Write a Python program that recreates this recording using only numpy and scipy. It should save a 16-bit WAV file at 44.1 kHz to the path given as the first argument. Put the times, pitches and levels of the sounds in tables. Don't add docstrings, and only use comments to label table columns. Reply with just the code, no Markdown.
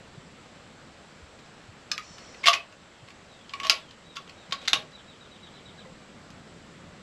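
import sys
import numpy as np
from scipy import signal
from scipy.fft import rfft, irfft
from scipy.io import wavfile
from scipy.ndimage import uniform_filter1d

SR = 44100
rng = np.random.default_rng(int(sys.argv[2]) if len(sys.argv) > 2 else 0)


def volts_from_decibels(level):
    exponent = np.asarray(level, float) / 20
    return 10 ** exponent


def file_out(sig):
    cols = np.atleast_2d(sig).T
    lim = np.clip(cols, -1, 1)
    pcm = np.round(lim * 32767).astype(np.int16)
    wavfile.write(sys.argv[1], SR, pcm)


N = 309582


def evened(x):
    return x / np.sqrt(np.mean(x ** 2) + 1e-20)


def peaked(x, db):
    return volts_from_decibels(db) * x / np.abs(x).max()


def read(points, hz):
    f, value = np.transpose(points)
    return np.interp(np.log(hz + 1), np.log(f + 1), value)


def add(mix, s, sound):
    part = mix[round(s * SR):][:len(sound)]
    part += sound[:len(part)]


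def tinted(x, points, phase=0):
    hz = np.fft.rfftfreq(N, 1 / SR)
    return irfft(rfft(x) * volts_from_decibels(read(points, hz)) * np.exp(1j * phase), N)


def resonate(x, hz, width):
    turn = np.exp(2j * np.pi * np.cumsum(hz * np.ones(len(x))) / SR)
    r = np.exp(-np.pi * width / SR)
    return 2 * (turn * signal.lfilter([1 - r], [1, -r], x / turn)).real


def ring(t, hz, db, t60):
    return volts_from_decibels(db - 60 * t / t60) * np.sin(2 * np.pi * hz * t)


# f/Hz, level/dB per Hz
FIELDS = [(20, -30), (40, -13), (70, -3.5), (115, -6), (145, -6), (180, -1.5), (300, -8), (545, -6.5),
          (900, -11.5), (1290, -10.5), (4000, -18), (6750, -26), (7660, -20.5), (8400, -28.5), (8850, -33)]
# f/Hz, level/dB per Hz
FIZZ = [(9250, 6), (10300, 15), (11500, 12), (11900, -6), (13600, -20)]
# t/s, level/dB over the field noise
TRAFFIC = [(0, 3), (1.95, 0), (3.4, -1), (5.02, 1.5), (6.43, 7), (7.02, 6.5)]
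# centre t/s, half width/s, level/dB
HANDLING = [
    (2.3, .25, 2),
    (3.68, 0.13, 4),
    (4.67, 0.26, 2),
]


def air():
    field_level_db, fizz_db = -53, -81
    frames, hz = N // 256 + 5, np.fft.rfftfreq(1024, 1 / SR)
    a, b, patches = rng.standard_normal((frames, 513, 3)).T
    patches = evened(uniform_filter1d(uniform_filter1d(patches, 10, 0), 10, 1))
    t = np.arange(frames) * 256 / SR - 512 / SR
    stir_db = sum(db * np.exp(-((t - s) / half) ** 2) for s, half, db in HANDLING)
    field_db = field_level_db + stir_db
    hum_db = np.interp(t, *np.transpose(TRAFFIC)) - 0.31 * stir_db
    hum = np.exp(-(np.log2((hz + 1) / 170) / 1.13) ** 2)[:, None]
    z = (a + 1j * b) * volts_from_decibels(0.89 * patches)
    gains = 0
    for points, db in [(FIELDS, field_db + hum * hum_db + 4.5), (FIZZ, fizz_db)]:
        inside = (hz >= points[0][0]) & (hz <= points[-1][0])
        shape = (volts_from_decibels(read(points, hz)) * inside)[:, None]
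        gains = gains + shape / np.linalg.norm(shape) * volts_from_decibels(db)
    return volts_from_decibels(-1.15) * signal.istft(z * gains, nperseg=1024, noverlap=768)[1][:N]


# t/s, peak level/dB, f/Hz
BUMPS = [(0.17, -44, 146), (1.21, -50.5, 74), (1.679, -48.5, 107), (3.02, -48, 118), (4.489, -48, 180),
         (4.773, -46, 158)]


def wind():
    out = np.zeros(N)
    for s, db, hz in BUMPS:
        t = np.arange(round(3.9 / hz * SR)) / SR
        add(out, s, volts_from_decibels(db + 6) * np.sin(2 * np.pi * hz * t) * np.hanning(len(t)))
    return out


# f/Hz, level/dB, t60/s
ACTION = [(1364, 5, 0.086), (1750, -15, .04), (1900, -8, 0.021), (2200, -18, .04), (2430, -12, 0.043),
          (2790, 11, 0.019), (3180, -1, .04), (3470, -16, .04), (3950, 1, 0.058), (4340, 13, 0.018),
          (4810, 19, 0.038), (5200, -9, 0.012), (5770, 7, .03), (6430, 21, 0.061), (6910, 23, 0.038),
          (7330, -10, .03)]
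# f/Hz, level/dB, t60/s
BARREL = (1110, 0, 0.11)
# f/Hz, level/dB, t60/s
TWIN = (1165, -9.5, 0.07)
# f/Hz, width/Hz, level/dB
EDGE = [(9600, 250, -4), (10870, 1100, 4.5), (12800, 990, -22)]


def contact(db, hz, chatter, barrel_db, edge_db):
    t, chance = np.arange(6000) / SR, rng.standard_normal((2, 6000))
    u = t / np.clip(chatter, 3e-4, .03)
    burst = np.exp(-u) * (1 - np.exp(-3 * u))
    rattle = 0.033 * np.exp(-t / 0.018) * (1 - np.exp(-u))
    blows = chance[0] * (abs(chance[1]) > 1.1) * (burst + rattle)
    crack = resonate(resonate(blows, hz, 0.47 * hz), hz, 0.47 * hz)
    crack = crack + 0.47 * resonate(resonate(blows, 4400, 8300), 4500, 8300)

    detune = 1 + 0.041 * chance[0, -2 * len(ACTION):]
    modes = 0
    for (f, level, t60), d in zip(ACTION + ACTION, detune):
        modes = modes + ring(t, f * d, level - 6 * np.log2(f / hz) ** 2, t60)
    steel = peaked(crack, 0) + peaked(signal.fftconvolve(blows, modes)[:len(t)], -16)
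    no_bass = signal.butter(3, 1000, "high", fs=SR, output="sos")
    steel = signal.sosfilt(no_bass, steel)

    side_struck = np.sign(chance[0, 0])
    barrel = side_struck * (ring(t, *BARREL) + ring(t, *TWIN)) * (1 - np.exp(-t / 0.0014))
    edge = sum(volts_from_decibels(level) * resonate(resonate(blows, f, w), f, w) for f, w, level in EDGE)
    return peaked(steel, db) + peaked(barrel, db + barrel_db) + peaked(edge, db + edge_db + 14.0)


# t/s, peak level/dB, contact f/Hz
TICKS = [(1.388, -43.5, 3400), (1.46, -44, 2700), (2.1816, -34, 1500), (2.344, -37.5, 2500),
         (2.724, -39, 1710), (3.0756, -45, 3190), (3.102, -38.5, 2430), (3.2435, -49, 2310),
         (3.39, -44, 3450), (3.891, -41, 2980), (3.9082, -35.5, 4640), (4.1623, -33, 3800),
         (4.2737, -38, 3340), (4.2933, -33.5, 4450), (4.5086, -33, 2440), (4.6149, -40, 3830),
         (4.652, -31, 3210), (4.9169, -40, 1700), (5.8382, -55, 1550)]


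def ticks():
    out = np.zeros(N)
    for s, db, hz in TICKS:
        add(out, s, contact(db, hz, chatter=0.0039, barrel_db=-23, edge_db=-34))
    return out


# t/s, peak level/dB, contact f/Hz, barrel level/dB
CLACKS = [(1.915, -13.5, 5370, -47), (2.4377, -31, 2200, -5), (2.4573, -8.5, 2790, -37),
          (2.4661, -18, 3780, -7), (2.4705, -0.5, 2840, -22), (2.5313, -10.5, 4790, -18.5),
          (2.5378, -11.5, 2430, -22), (3.494, -32.5, 3080, -23), (3.5358, -21.5, 2400, -10),
          (3.5997, -24, 2400, -13.5), (4.1672, -21.5, 3000, -17), (4.523, -12.5, 3550, -17.5),
          (4.527, -19, 4200, -40), (3.633, -20, 3120, -14), (4.676, -15, 4200, -26)]


def clacks():
    out = np.zeros(N)
    for s, db, hz, barrel_db in CLACKS:
        add(out, s, contact(db, hz, 0.0024, barrel_db, edge_db=-38))
    return out


# t/s, peak level/dB, f/Hz, t60/s, rise/s
RINGS = [(1.916, -16.5, 5200, 0.038, 0.00073), (1.918, -37, 1210, 0.12, 0.0011),
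         (1.918, -43, 3930, .08, .002), (1.985, -26.5, 1248, 0.036, 0.0014),
         (1.982, -54, 2180, 0.033, 0.0022), (2.439, -12, 2190, 0.033, 0.0051),
         (2.4823, -5, 1160, 0.05, 0.00057), (2.536, -16, 2430, 0.022, 0.0018),
         (2.56, -32, 2576, 0.11, 0.0028), (3.7, -17, 2294, 0.04, 0.0018), (3.7, -26, 1410, 0.046, 0.00075),
         (4.17, -32, 1370, 0.033, .001), (4.738, -38, 2880, 0.12, 0.005), (4.735, -16, 1087, 0.029, 0.0019),
         (4.757, -32, 1074, 0.049, 0.0033), (5.785, -40, 1620, 0.047, 0.0043),
         (5.855, -47.5, 1980, 0.091, .004)]


def rings():
    out, t = np.zeros(N), np.arange(9000) / SR
    for s, db, hz, t60, rise in RINGS:
        add(out, s, ring(t, hz, db, t60) * (1 - np.exp(-t / rise)))
    return out


# t/s, peak level/dB, contact f/Hz, barrel level/dB
SNAPS = [(1.979, -17, 2190, -31), (2.4761, -9, 4300, -16), (2.4822, 2, 3260, -33), (2.4865, -3, 4230, -23),
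         (3.0852, -36, 2320, -18), (3.6484, -23.5, 3170, -3), (3.6683, -15.5, 4820, -18),
         (3.6966, 4, 4500, -30.5), (4.6801, -7, 4100, -31), (4.7315, -0.5, 3430, -41),
         (4.7374, -16.5, 3850, -13), (6.3035, -35.5, 5000, -34)]


def snaps():
    out = np.zeros(N)
    for s, db, hz, barrel_db in SNAPS:
        add(out, s, contact(db, hz, 0.0018, barrel_db, edge_db=-25.5))
    return out


def slide(plan, width):
    s, *columns = np.transpose(plan)
    t = np.arange(s[0], s[-1], 1 / SR)
    db, hz = (np.interp(t, s, c) for c in columns)
    slips = rng.standard_normal(len(t)) * volts_from_decibels(2.5 * np.minimum(rng.exponential(1, len(t)), 4))
    rub = evened(resonate(slips, hz, width)) + 0.048 * evened(slips)
    return volts_from_decibels(db) * rub * signal.windows.tukey(len(t), .1)


# f/Hz, width/Hz, level/dB
SQUEAL = [(6080, 70, -58.5), (5790, 70, -58.5), (5410, 90, -58), (4450, 70, -63), (7100, 100, -59)]


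def draw():
    out = np.zeros(N)
    start, length, rise, sag = 2.0, 0.44, 0.12, 0.81
    end = start + length
    for hz, width, db in SQUEAL:
        plan = [(start, db - 1, .97 * hz),
                (start + rise, db, hz),
                (end - .16, db - 3.0, .975 * hz),
                (end - .07, db - 4.0, .99 * hz),
                (end, db - 5, sag * hz)]
        add(out, start, slide(plan, width))
    return out


# t/s, length/s, level/dB, f/Hz
SCRAPES = [
    (2.432, 0.042, -34, 2700),
    (3.63, .068, -34.5, 3400),
    (4.602, 0.08, -50.5, 3400),
]


def scrapes():
    out = np.zeros(N)
    for s, length, db, hz in SCRAPES:
        plan = [(s, db - 10, hz), (s + 0.32 * length, db, hz), (s + length, db - 14, hz)]
        add(out, s, slide(plan, width=2900))
    return out


# t/s, hold/s, level/dB, f/Hz, t60/s
RATTLES = [
    (2.457, 0.025, -19.5, 4200, .04),
    (2.529, 0.01, -28, 4000, 0.13),
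    (3.697, 0.0053, -18, 4500, 0.091),
    (4.154, .001, -36, 4570, 0.09),
    (4.519, 0.0032, -37, 3580, 0.046),
    (4.678, .006, -30, 4000, 0.094),
    (4.732, 0.00092, -17, 4450, 0.015),
]


def rattles():
    out = np.zeros(N)
    settle_s, settle_db, settle_sag = 0.098, -13, 0.43
    for s, hold, db, hz, t60 in RATTLES:
        knee, knee_db = s + hold + t60 / 3, db - 25.5
        plan = [(s, db, hz),
                (s + hold, db, hz),
                (knee, knee_db, hz),
                (knee + settle_s, knee_db + settle_db, settle_sag * hz)]
        add(out, s, slide(plan, width=3300))
    return out


# t/s, peak level/dB, f/Hz, t60/s
KNOCKS = [(2.46, -26.5, 697, 0.15), (2.483, -20, 682, 0.13), (2.54, -54, 725, 0.092),
          (3.65, -34.5, 644, 0.13), (3.698, -26.5, 815, 0.045), (3.73, -31.5, 624, 0.11),
          (4.525, -30, 620, 0.024), (4.733, -25, 822, 0.052), (4.735, -29, 446, 0.055),
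          (4.74, -24, 243, 0.069), (3.7, -29.5, 483, 0.033), (3.705, -34, 252, 0.071),
          (4.76, -30.5, 616, 0.1), (5.86, -40.5, 519, 0.16), (5.849, -48, 1036, .06)]


def knocks():
    out, t = np.zeros(N), np.arange(9000) / SR
    for s, db, hz, t60 in KNOCKS:
        wood = ring(t, hz, db, t60) + ring(t, 0.862 * hz, db - 2.5, t60 / 2)
        add(out, s, wood * (1 - np.exp(-t / 0.0003)))
    return out


def rifle():
    steel = ticks() + clacks() + rings() + snaps()
    return steel + draw() + scrapes() + rattles() + knocks()


# f/Hz, t60/s
ROOF = [(300, 0.56), (1000, 0.23), (3000, 0.2), (7000, 0.14), (10000, 0.18), (14000, 0.17)]


def tail():
    taps = np.zeros(SR // 2)
    at = np.arange(120, len(taps) - 12, 12)
    taps[at + rng.integers(0, 12, len(at))] = rng.choice([-1., 1.], len(at))
    hz, t, z = signal.stft(taps, SR, nperseg=256)
    z = z * volts_from_decibels(-60 * t / read(ROOF, hz)[:, None])
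    out = signal.istft(z, SR, nperseg=256)[1][:len(taps)]
    return out / np.linalg.norm(out)


# delay t/s, level/dB
EARLY = [(.0028, -15.5), (.0051, -16.5), (.0085, -39), (.012, -19), (.017, -19), (.024, -31)]


def shelter(x):
    early = np.zeros(SR // 20)
    for k, (s, db) in enumerate(EARLY):
        early[round(s * SR)] = (-1) ** k * volts_from_decibels(db)
    turn = 2 * np.pi * 9 * np.arange(N) / SR
    late = 0
    for k in range(3):
        share = np.sqrt(2 / 3) * np.cos(turn + k * np.pi / 3)
        late = late + signal.fftconvolve(x * share, tail())[:N]
    return x + signal.oaconvolve(x, early)[:N] + volts_from_decibels(-6.5) * late


# t/s, length/s, start f/Hz, level/dB
SLURS = [
    (2.779, 0.36, 3670, -63.5),
    (3.277, 0.22, 3990, -59.5),
    (3.681, 0.28, 3880, -55),
]
# t/s, length/s, start f/Hz, level/dB
HELD = [(4.039, 0.16, 3870, -56.5), (4.355, 0.13, 3830, -57), (4.569, 0.11, 3880, -54),
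        (4.76, 0.096, 3950, -64)]
# t/s, start f/Hz, level/dB
TRILL = [(4.925, 3950, -51), (5.07, 3910, -53), (5.203, 3860, -53.5), (5.31, 3880, -54), (5.425, 3890, -50),
         (5.535, 4030, -51.5), (5.653, 3880, -51.5), (5.775, 3960, -49.5)]


def song():
    slurs = [(*row, 0.1) for row in SLURS]
    held = [(*row, .45) for row in HELD]
    trill = [(s, .085 * 0.9 ** k, hz, db, .36) for k, (s, hz, db) in enumerate(TRILL)]
    return slurs + held + trill


def sparrow():
    out, low_hz = np.zeros(N), 2890
    for s, length, hz0, db, held in song():
        u = np.linspace(0, 1, round(length * SR))
        fall = 0.0914 * u + 0.97 * np.clip((u - held) / (1 - held), 0, 1) ** 0.92
        tone = np.sin(2 * np.pi * np.cumsum(hz0 + (low_hz - hz0) * fall) / SR)
        add(out, s, volts_from_decibels(db - 1.5 - 5.6 * fall) * tone * signal.windows.tukey(len(u), .3))
    t = np.arange(4000) / SR
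    echo = volts_from_decibels(-28.5 - 60 * t / 0.3) * rng.standard_normal(len(t))
    echo[[0, round(.025 * SR)]] = 1, volts_from_decibels(-2.5)
    flutter = volts_from_decibels(2.0 * evened(uniform_filter1d(rng.standard_normal(N), 500)))
    return flutter * signal.oaconvolve(out, echo)[:N]


# f/Hz, level/dB
MIC = [(150, -21), (450, -6.5), (1000, 0), (3000, 5), (6000, -4), (8000, -9.5), (9050, -20.5),
       (9700, -13.5), (14000, -24.5), (15500, -40), (16300, -70)]
# f/Hz, side minus mid level/dB
WIDTH = [(60, -30), (150, -39), (400, -32.5), (1200, -41.5), (4000, -34.5), (9000, -28), (11200, -20),
         (11800, -8), (14000, -2)]


def scene():
    mono = air() + wind() + tinted(shelter(rifle()), MIC) + sparrow()
    side = tinted(np.roll(mono, 40), WIDTH, np.pi / 2)
    return np.array([mono + side, mono - side])


def roll_off(x):
    return signal.sosfilt(signal.butter(12, 16460, fs=SR, output="sos"), x)


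def record(dry):
    power_db = 10 * np.log10(abs(uniform_filter1d((dry ** 2).mean(0), 800)) + 1e-12)
    fall = np.arange(N) * 19.0 / SR
    over_db = np.maximum(np.maximum.accumulate(power_db + fall) - fall + 31.0, 0)
    ducked = dry / volts_from_decibels(0.1 * uniform_filter1d(over_db, 300, origin=140))
    held = ducked / (1 + ducked ** 4) ** (1 / 4)
    low_pass = signal.butter(10, 15800, fs=SR, output="sos")
    return roll_off(signal.sosfilt(low_pass, held))


dry = scene()
out = record(dry)
file_out(out)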